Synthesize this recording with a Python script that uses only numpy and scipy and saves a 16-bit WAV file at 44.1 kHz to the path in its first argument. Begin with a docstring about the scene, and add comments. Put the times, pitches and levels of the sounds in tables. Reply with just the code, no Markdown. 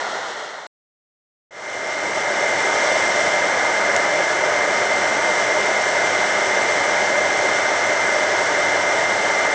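"""A homemade charcoal furnace roars outdoors at night, fed by a steady electric blower.
Turbulent air rushes through the pipe and the pot, the impeller whines over it,
the coals spit now and then, and the motor hums faintly underneath.
It is heard from two places: the first fades out, and after a silence the second fades in."""
import sys
import numpy as np
from scipy import signal
from scipy.fft import rfft, irfft, next_fast_len
from scipy.io import wavfile

SR = 44100
rng = np.random.default_rng(int(sys.argv[2]) if len(sys.argv) > 2 else 0)


def transcribe(signal):
    """Save signal, clipped to [-1, 1], as a 16-bit WAV file at the path in sys.argv[1]."""
    frames = np.atleast_2d(signal).T
    limited = np.clip(frames, -1, 1)
    pcm = np.round(limited * 32767).astype(np.int16)
    wavfile.write(sys.argv[1], SR, pcm)


N = 420713
TIME = np.arange(N) / SR


def blast(roar_db, hiss_db, spectrum, modes, flutter_db, waver_db, crossover_hz=2480):
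    """Turbulent air in the pot and pipe: the flames flutter the roar, the jet's hiss wavers by itself."""
    air = colour(rng.standard_normal(N), spectrum, modes)
    roar = signal.sosfiltfilt(signal.butter(8, crossover_hz, fs=SR, output="sos"), air)
    hiss = air - roar
    return (rms_one(roar) * from_db(roar_db + flutter_db * drift(18))
            + rms_one(hiss) * from_db(hiss_db + waver_db * drift(9.8)))


def blower(whine_db, tones_db, wobble_hz=.7, shimmer_db=1.0):
    """Shaft and blade tones of the impeller; its speed wobbles and hot moving air makes them shimmer."""
    # impeller tones: multiple of the shaft rate
    shaft_orders = [1, 2, 7, 14, 21]
    blades, blade_hz, sag_hz_per_s = 7, 2094.5, .65
    shaft_hz = (blade_hz - sag_hz_per_s * TIME + wobble_hz * drift(3.8)) / blades
    angle = 2 * np.pi * np.cumsum(shaft_hz) / SR
    tones = sum(from_db(db + shimmer_db * drift(9.8)) * np.sin(order * angle)
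                for order, db in zip(shaft_orders, tones_db))
    return np.sqrt(2) * from_db(whine_db) * tones


def coals(ticks_per_s=9, tick_db=-29, spread_db=4):
    """Bursting charcoal gives sharp, very short snaps: a few clear spits among many tiny ticks."""
    # clear spits: start_s, peak_db
    spits = [(2.4082, -22), (3.1046, -20), (3.1674, -16), (3.6583, -22), (3.9634, -6), (4.4620, -22),
             (5.3505, -22.5)]
    # ring of a bursting coal: pitch_hz, relative_db, t60_s
    coal_modes = [(1900, -2.5, .003), (3060, -1, 0.0028), (3700, -1.5, .003), (5000, -3.5, 0.0024),
                  (6940, 2, .003), (7400, -4, 0.0033)]
    ticks = rng.random(N) < ticks_per_s / SR
    bursts = ticks * from_db(tick_db + spread_db * np.clip(rng.standard_normal(N), -2, 2))
    for start_s, peak_db in spits:
        bursts[round(start_s * SR)] += from_db(peak_db)
    age = TIME[:SR // 100]
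    snap = sum((-1) ** k * from_db(db) * np.exp(-np.log(1000) * age / t60) * np.sin(2 * np.pi * hz * age)
               for k, (hz, db, t60) in enumerate(coal_modes))
    return signal.fftconvolve(bursts, snap / np.abs(snap).max())[:N]


def motor_hum(pitch_hz=100, trim_db=-2.5, waver_db=1.8):
    """The motor's iron hums at twice the mains rate."""
    # level ride of the hum, before the trim: time_s, level_db
    hum_ride = [(2.1, -52), (2.75, -59), (5.11, -58), (8.77, -49), (9.4, -60)]
    level_db = in_time(hum_ride) + trim_db + waver_db * drift(3)
    return np.sqrt(2) * from_db(level_db) * np.sin(2 * np.pi * pitch_hz * TIME)


def first_place():
    """The furnace as a hissy roar with a faint whine."""
    # broad colour of the rushing air: frequency_hz, relative_db
    air = [(25, -41), (60, -33), (120, -23.5), (250, -19), (400, -8), (750, 0), (1100, -6), (2100, -7),
           (2420, -20.5), (3400, -11), (4600, -18.5), (6200, -18), (8000, -24.5)]
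    # resonances and notches of the pot and pipe: centre_hz, width_hz, lift_db
    modes = [(214, 28, 5), (407, 70, 2.5), (600, 80, 2.5), (946, 80, 2), (1320, 210, 2.5), (1430, 120, 4),
             (1896, 170, 4), (3240, 500, 1), (4110, 400, -1), (5600, 550, 3)]
    # balance of the impeller tones, one per shaft order: relative_db
    tones_db = [-16, -12, -2, -1.5, -12]
    rush = blast(roar_db=-24.8, hiss_db=-33, spectrum=air, modes=modes, flutter_db=.2, waver_db=.9)
    return rush + blower(whine_db=-43, tones_db=tones_db)


def second_place(hiss_trim_db=3):
    """The furnace louder, with a strong blade tone, spitting coals and the motor's hum."""
    # broad colour of the rushing air: frequency_hz, relative_db
    air = [(25, -46), (50, -34), (100, -17), (250, -13.5), (370, -5), (700, 1.5), (1100, -6.5), (2130, -2),
           (2480, -17.5), (4300, -21), (6000, -19), (6600, -21.5), (8000, -22)]
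    # resonances and notches of the pot and pipe: centre_hz, width_hz, lift_db
    modes = [(212, 40, 4), (253, 25, -3.5), (298, 30, 3), (383, 55, 2.5), (600, 90, 6.3), (925, 80, 4.5),
             (1222, 85, 4.7), (1475, 115, 4), (1665, 140, 4), (1820, 80, -1.5), (1970, 100, 2),
             (2360, 60, 3.5), (3030, 360, 4.7), (3500, 330, 4), (4300, 170, -3.3), (5520, 360, 5.5),
             (6020, 420, 4.2)]
    # level ride of the hiss, before the trim: time_s, level_db
    hiss_ride = [(2.55, -29.5), (2.85, -28), (3.73, -30), (4.59, -30.5), (5.6, -29), (9.34, -30),
                 (9.4, -30.5)]
    # balance of the impeller tones, one per shaft order: relative_db
    tones_db = [-27, -13, 0, -20.3, -18.8]
    hiss_db = in_time(hiss_ride) + hiss_trim_db
    rush = blast(roar_db=-19.5, hiss_db=hiss_db, spectrum=air, modes=modes, flutter_db=.26, waver_db=.4)
    return rush + blower(whine_db=-26.5, tones_db=tones_db) + motor_hum() + coals()


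def fade_out(length_s=.92, cut_s=.668):
    """A straight fade, cut off before it reaches zero."""
    return np.maximum(1 - TIME / length_s, 0) * (TIME < cut_s)


def fade_in(start_s=1.508, length_s=1.16, end_s=9.6, start_gain=.022, curve=.66):
    """A fade that starts faint, rises fast, then more slowly, and holds."""
    progress = np.clip((TIME - start_s) / length_s, 0, 1)
    gain = start_gain + (1 - start_gain) * progress ** curve
    return gain * ((TIME >= start_s) & (TIME < end_s))


def colour(sound, spectrum, modes):
    """Pass a sound through a broad spectrum and a set of resonances; unit rms."""
    size = next_fast_len(N)
    hz = np.maximum(np.arange(size // 2 + 1) * SR / size, 1)
    points_hz, points_db = np.transpose(spectrum)
    db = np.interp(np.log(hz), np.log(points_hz), points_db)
    for centre_hz, width_hz, lift_db in modes:
        db += lift_db / (1 + ((hz - centre_hz) / width_hz) ** 2) ** 4
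    return rms_one(irfft(rfft(sound, size) * from_db(db), size)[:N])


def drift(rate_hz):
    """A random wander of unit rms, mostly slower than rate_hz."""
    hz = np.arange(N // 2 + 1) * SR / N
    return rms_one(irfft(rfft(rng.standard_normal(N)) / (1 + (hz / rate_hz) ** 2), N))


def in_time(rows):
    """Join (time_s, value) rows by straight lines."""
    return np.interp(TIME, *np.transpose(rows))


def from_db(db):
    """Decibels to gain."""
    return 10 ** (np.asarray(db) / 20)


def rms_one(sound):
    """Scale to unit rms."""
    return sound / np.sqrt(np.mean(sound ** 2) + 1e-20)


def scene():
    """The same furnace from two places, one after the other, in mono."""
    return (first_place() * fade_out() + second_place() * fade_in())[None]


def record(dry):
    """A low-rate converter mirrors the treble about half its rate; smoothing and a steep cut follow."""
    converter_hz, cutoff_hz = 16000, 10100
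    band_limited = signal.sosfilt(signal.ellip(12, .1, 80, converter_hz / 2, fs=SR, output="sos"), dry)
    mirrored = band_limited * (1 + 2 * np.cos(2 * np.pi * converter_hz * TIME))
    smoothed = signal.sosfilt(signal.butter(13, converter_hz / 2, fs=SR, output="sos"), mirrored)
    return signal.sosfilt(signal.ellip(10, .1, 90, cutoff_hz, fs=SR, output="sos"), smoothed)


dry = scene()
out = record(dry)
transcribe(out)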